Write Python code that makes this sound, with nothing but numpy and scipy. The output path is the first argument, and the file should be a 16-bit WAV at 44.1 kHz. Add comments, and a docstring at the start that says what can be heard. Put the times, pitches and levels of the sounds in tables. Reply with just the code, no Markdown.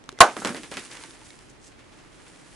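"""A party popper goes off close by in a small room, loud enough to overload the microphone.
Its string creaks, the charge fizzes and bursts, and the blast rings the cardboard cone.
The cap and paper wad knock about; the streamers snap taut, flick the table, rustle and settle.
Near the end the paper on the popper rustles as a hand turns it."""
import sys
import numpy as np
from scipy import signal
from scipy.fft import rfft, irfft, next_fast_len
from scipy.io import wavfile
from scipy.ndimage import map_coordinates

SR = 44100
rng = np.random.default_rng(int(sys.argv[2]) if len(sys.argv) > 2 else 0)


def wrap_up_sound(samples):
    """Save the sound to the file named by the first command line argument, as 16-bit audio."""
    columns = np.atleast_2d(samples).T
    # keep every value between -1 and 1, then stretch to whole-number steps
    tamed = np.clip(columns, -1, 1)
    steps = np.round(tamed * 32767).astype(np.int16)
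    wavfile.write(sys.argv[1], SR, steps)


N = 112454

# The tone of each noise, from bass to treble. Each row: frequency in Hz, relative level in dB.
BACKGROUND_TONE = [(25, 1.5), (45, 0.5), (75, -7.5), (120, -2), (200, -6.5), (310, -3), (500, -10),
                   (1000, -13), (2500, -20), (11000, -33.5)]
ROOM_TONE = [(60, -12), (300, 5.5), (700, -4.5), (2200, -0.5), (4000, -7.5), (7000, -12.5), (11000, -17.5)]
HANDLING_TONE = [(300, -12), (2400, -1), (11000, -21)]
CRINKLE_TONE = [(100, -17.5), (300, 9), (700, -2), (1100, 2.5), (2000, 3.5), (4000, -5), (7000, -8),
                (11000, -19.5)]
HISS_TONE = [(500, -26), (2500, 4.5), (4500, 5), (7500, 6.5), (10000, 7.5), (11500, -6)]
SLIDE_TONE = [(1000, -18), (4000, -14), (6500, -8), (8500, -9.5), (11000, -21)]
THUD_TONE = [(25, -50), (70, -33), (140, -7.5), (230, 0), (380, -4), (560, 2.5), (850, -7.5), (1350, -2),
             (2000, -7), (4000, -26.5), (11000, -21)]
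CRACK_TONE = [(100, -18), (1200, -2.5), (4500, 0.5), (11000, -12.5)]
BOOM_TONE = [(25, -56), (70, -21), (130, -8.5), (240, 4.5), (340, 1.5), (550, -18), (1000, -24)]
CREAK_TONE = [(60, -12.5), (420, 10), (800, -3), (1400, 12), (2400, -8.5), (3600, 4), (7000, 1),
              (11000, -12.5)]
FIZZ_TONE = [(200, -26.5), (2000, -15.5), (9000, 7.5), (11000, -11.5)]
BLAST_TONE = [(20, -12.5), (45, -2.5), (90, 7), (250, -3), (1000, 12.5), (2800, 6.5), (6500, 1),
              (9000, -1.5), (11000, -9.5)]
ECHO_TONE = [(50, -39.5), (150, -23), (400, -6.5), (560, 1.5), (900, 2), (1250, -5), (1550, -1),
             (1800, -10), (2400, -15.5), (3500, -16.5), (5200, -22), (6500, -19), (8000, -25.5),
             (11000, -26)]
# How alike left and right sound. Each row: frequency in Hz, likeness from 0 (unrelated) to 1 (same).
USUAL_LIKENESS = [(60, 0.19), (300, 0.93), (900, .88), (2000, 0.78), (5000, .6), (11000, .5)]
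BACKGROUND_LIKENESS = [(60, 0)]
BLAST_LIKENESS = [(100, 0.61)]
# The hand turns the popper. Each row: start in seconds, level in dB.
HAND_TURNS = [(1.715, -51), (1.79, -47.5), (1.918, -49), (2.262, -54)]
# Streamers and wrapper rub. Each row: time in seconds, crinkle level in dB, hiss level in dB.
RUSTLE_LEVELS = [(0, -104, -88), (.2, -51.5, -90), (.3, -41, -53), (.46, -73, -44), (.62, -68, -52.5),
                 (0.798, -46, -47), (.89, -51.5, -50), (.93, -41.5, -49), (1.031, -51, -49),
                 (1.178, -53, -58), (1.281, -59.5, -54.5), (1.439, -56, -62.5), (1.58, -62.5, -71.5),
                 (1.85, -60, -70), (1.981, -55, -64), (2.08, -57.5, -65.5), (2.231, -59, -61.5),
                 (2.28, -55.5, -57), (2.419, -58, -59), (2.55, -55.5, -56.5)]
# Paper slides over paper. Each row: loudest moment in seconds, half length in seconds, level in dB.
SLIDES = [(1.258, 0.011, -52), (1.503, 0.0093, -53.5), (1.66, 0.03, -53)]
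# Light taps. Each row: start in seconds, pitch in Hz, level in dB.
TAPS = [(0.126, 382, -38.5), (0.1753, 2050, -44), (0.4186, 1360, -31), (1.038, 900, -41),
        (1.218, 880, -46.5), (1.3044, 2200, -48.5)]
# Streamer ends hit the table. Each row: start in seconds, level in dB.
FLICKS = [(0.861, -40), (0.9149, -34.5), (.93, -53), (0.97, -30.5), (1.0372, -30), (1.108, -38),
          (1.3045, -36.5), (1.39, -39.5)]
# Streamers pull tight. Each row: start in seconds, level in dB.
SNAPS = [(.473, -16), (0.56, -22), (0.5675, -14), (.634, -15.5), (0.716, -13), (0.726, -25),
         (0.7402, -15.5), (0.7705, -8), (0.778, -30), (0.9185, -29), (0.9482, -35), (1.0463, -29),
         (1.075, -35.5)]
# The cap and paper wad land. Each row: start in seconds, thud level in dB, crack level in dB.
KNOCKS = [(0.3668, -30.5, -31.5), (0.4206, -34.5, -45), (0.4486, -25, -20), (0.4568, -29, -23),
          (0.4726, -30, -20), (.492, -31, -27.5), (0.5467, -33.5, -31.5), (0.7161, -38, -50),
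          (0.7702, -50, -35)]
# The pull string slips. Each row: start in seconds, level in dB.
STRING_SLIPS = [(0.0399, -39.5), (.059, -47.5), (0.0909, -23), (0.1175, -39.5), (.126, -40.5), (.181, -46),
                (0.1886, -25)]
# The cone's main notes, then the shove of air with the tube's low note.
# Each row: pitch in Hz, level in dB, fade time in seconds.
CONE_NOTES = [(718, -11.5, 0.092), (777, 5, 0.017), (916, -2, 0.066), (1071, 10, 0.044)]
PUSH_NOTES = [(66, -18.5, .045), (113, -10.5, 0.051), (515, 0, 0.04)]
# Notes that ring on after the burst. Each row: pitch in Hz, relative level in dB.
LINGERING_NOTES = [(330, -9.5), (441, -5.5), (520, -10), (604, -8.5), (707, 1.5), (814, -1), (851, -17),
                   (934, -3.5), (1068, -3.5), (1168, 2), (1277, -0.5), (1486, -4.5), (1556, -3.5),
                   (2350, -13.5)]

TOP_HZ = 11350  # the treble ends here
BOOM_FADE_S = 0.42  # a fade time is how long a sound takes to drop by 60 dB


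def amp(db):
    """Turn decibels into a number to multiply by."""
    return 10 ** (np.asarray(db) / 20)


def unit(x):
    """Scale a sound so that its average power is 1."""
    return x / np.sqrt(np.mean(x ** 2) + 1e-20)


def look_up(table, hz):
    """Read between a table's rows, with frequency spaced by octaves."""
    row_hz, values = np.transpose(table)
    return np.interp(np.log(hz + 1), np.log(row_hz + 1), values)


def shape(pair, tone, likeness=USUAL_LIKENESS):
    """Blend two unrelated signals into stereo with this tone and left-right likeness."""
    size = next_fast_len(pair.shape[1])
    hz = np.fft.rfftfreq(size, 1 / SR)
    width = np.arccos(np.clip(look_up(likeness, hz), -1, 1)) / 2
    gain = amp(look_up(tone, hz)) * (hz < TOP_HZ) * [np.cos(width), np.sin(width)]
    mid, side = irfft(rfft(pair, size) * gain, size)[:, :pair.shape[1]]
    return unit(np.array([mid + side, mid - side]))


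def noise(tone, likeness=USUAL_LIKENESS, size=N):
    """Steady stereo noise."""
    return shape(rng.standard_normal((2, size)), tone, likeness)


def fade(fade_s, rise_s=1e-4):
    """A one-second loudness curve that rises quickly and dies away."""
    t = np.arange(SR) / SR
    return np.exp(-np.log(1000) * t / fade_s) * (1 - np.exp(-t / rise_s))


def burst(tone, fade_s, rise_s=1e-4):
    """A dying puff of stereo noise."""
    return noise(tone, size=SR) * fade(fade_s, rise_s)


def pulse(hz, fade_s, rise_s):
    """A sharp push of air, only a wave or two long."""
    return np.cos(2 * np.pi * hz * np.arange(SR) / SR) * fade(fade_s, rise_s)


def ringing(notes, rise_s, lead_s=0):
    """Notes struck together; their waves reach the right side lead_s earlier."""
    t = np.arange(SR) / SR + lead_s * np.array([[-.5], [.5]])
    return sum(amp(db) * np.sin(2 * np.pi * hz * t) * fade(fade_s, rise_s) for hz, db, fade_s in notes)


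def add(out, start, sound):
    """Mix in a one-second sound at a start time in seconds."""
    part = out[:, max(round(start * SR), 0):][:, :SR]
    part += sound[..., :part.shape[1]]


def background():
    """The room's quiet, steady rumble."""
    return amp(-51) * noise(BACKGROUND_TONE, BACKGROUND_LIKENESS)


def room_echo():
    """The room's answer to one small click."""
    return burst(ROOM_TONE, fade_s=0.17, rise_s=0.0017)


def paper(tone, clicks_per_s=900, flutters_per_s=40):
    """Rubbing paper: a hiss and many tiny uneven clicks, wavering in loudness."""
    sizes = amp(4 * np.minimum(rng.exponential(size=N), 4))
    clicks = (rng.random(N) < clicks_per_s / SR) * sizes * rng.choice([-1, 1], (2, N))
    steps = np.arange(N) / SR * flutters_per_s
    flutter_db = 1.4 * map_coordinates(rng.standard_normal(int(steps[-1]) + 4), [steps])  # smooth wobble
    rub = noise(tone) + amp(-1) * shape(clicks, tone)
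    return unit(rub * amp(flutter_db))


def handling():
    """The paper hanging from the spent popper rustles softly as the hand turns it."""
    out = np.zeros((2, N))
    for start, db in HAND_TURNS:
        add(out, start, amp(db) * paper(HANDLING_TONE)[:, :SR] * fade(fade_s=0.13, rise_s=0.0047))
    return out


def streamer_rustle():
    """The streamers fall and settle, slide over each other and are lifted again."""
    t = np.arange(N) / SR
    times, crinkle_db, hiss_db = np.transpose(RUSTLE_LEVELS)
    crinkle = amp(np.interp(t, times, crinkle_db)) * paper(CRINKLE_TONE)
    hiss = amp(np.interp(t, times, hiss_db)) * paper(HISS_TONE)
    swells = sum(amp(db) * np.exp(-.5 * ((t - middle) / half) ** 2) for middle, half, db in SLIDES)
    return crinkle + hiss + swells * paper(SLIDE_TONE)


def taps(fade_s=0.068):
    """Each light tap rings with one short note."""
    out = np.zeros((2, N))
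    for start, hz, db in TAPS:
        add(out, start, ringing([(hz, db, fade_s)], rise_s=0.00044))
    return out


def streamer_flicks():
    """Loose paper ends land on the table with a soft tick."""
    out = np.zeros((2, N))
    for start, db in FLICKS:
        tick = burst(CRACK_TONE, fade_s=0.012, rise_s=0.00039)
        add(out, start, amp(db) * (tick + amp(-26) * room_echo()))
    return out


def streamer_snaps():
    """A streamer pulls tight with one sharp click, and the room answers."""
    out = np.zeros((2, N))
    click = pulse(hz=2160, fade_s=0.00076, rise_s=.00002)
    for start, db in SNAPS:
        add(out, start, amp(db) * (click + amp(-22.5) * room_echo()))
    return out


def knocks():
    """Cap and wad hit with a short bump, a papery crack and a hollow thud whose bass lingers."""
    out = np.zeros((2, N))
    bump = amp(15) * pulse(hz=580, fade_s=0.0033, rise_s=.0001)
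    for start, thud_db, crack_db in KNOCKS:
        thud = burst(THUD_TONE, fade_s=.16, rise_s=0.00057)
        boom = amp(-8) * burst(BOOM_TONE, BOOM_FADE_S, rise_s=0.02)
        crack = burst(CRACK_TONE, fade_s=.012) + amp(-12.5) * room_echo()
        add(out, start, amp(thud_db) * (bump + thud + boom) + amp(crack_db) * crack)
    return out


def string_creaks():
    """The string slips through the popper's neck in short dry creaks."""
    out = np.zeros((2, N))
    for start, db in STRING_SLIPS:
        creak = burst(CREAK_TONE, fade_s=0.0093)
        echo = amp(-27) * burst(ROOM_TONE, fade_s=0.21)
        add(out, start, amp(db) * (creak + echo))
    return out


def popper_bang(fizz_at_s=.2041, bang_at_s=.2056):
    """The charge fizzes, the seal cracks, gas blasts out and rings the cone, and the room echoes."""
    out, t = np.zeros((2, N)), np.arange(SR) / SR
    blast_hold_s, blast_fade_s = .0105, 0.028
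    ring_fade_s, echo_rise_s = 0.19, 0.0033
    lead_s = .00005  # the popper is held to the right
    crack = amp(1.5) * burst(FIZZ_TONE, fade_s=0.0069)
    blast_db = -3.5 - 60 * np.maximum(t - blast_hold_s, 0) / blast_fade_s
    blast = amp(blast_db) * noise(BLAST_TONE, BLAST_LIKENESS, size=SR)
    cone = ringing(CONE_NOTES + PUSH_NOTES, rise_s=.0022, lead_s=lead_s)
    ring = amp(-14.5) * ringing([(hz, db, ring_fade_s) for hz, db in LINGERING_NOTES], echo_rise_s, lead_s)
    # The echo drops fast at first, then leaves a faint, slower tail.
    echo_curve = amp(-4) * fade(0.16, echo_rise_s) + amp(-37.5) * fade(0.61, echo_rise_s)
    echo = noise(ECHO_TONE, size=SR) * echo_curve
    boom = amp(-36) * burst(BOOM_TONE, BOOM_FADE_S, echo_rise_s)
    fizz = amp(-19) * burst(FIZZ_TONE, fade_s=0.036)
    add(out, fizz_at_s, fizz)
    add(out, bang_at_s, crack + blast + cone + ring + echo + boom)
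    return out


def scene():
    """Mix all the sounds, a little louder on the right."""
    popper = string_creaks() + popper_bang() + knocks()
    small_sounds = streamer_snaps() + streamer_flicks() + taps() + streamer_rustle() + handling()
    return (popper + small_sounds + background()) * amp([[-0.82], [0.82]])


def record(dry):
    """The bang overloads the microphone; the deepest bass and highest treble are cut."""
    clipped = dry / (1 + np.abs(dry) ** 6) ** (1 / 6)  # rounds off peaks so they stay below 1
    bass_cut = signal.butter(2, 35, "high", fs=SR, output="sos")
    trimmed = signal.sosfilt(bass_cut, clipped)
    size = next_fast_len(N + SR // 2)
    hz = np.fft.rfftfreq(size, 1 / SR)
    treble_cut = 1 / np.sqrt(1 + (hz / TOP_HZ) ** 80)
    return irfft(rfft(trimmed, size) * treble_cut, size)[:, :N]


dry = scene()
out = record(dry)
wrap_up_sound(out)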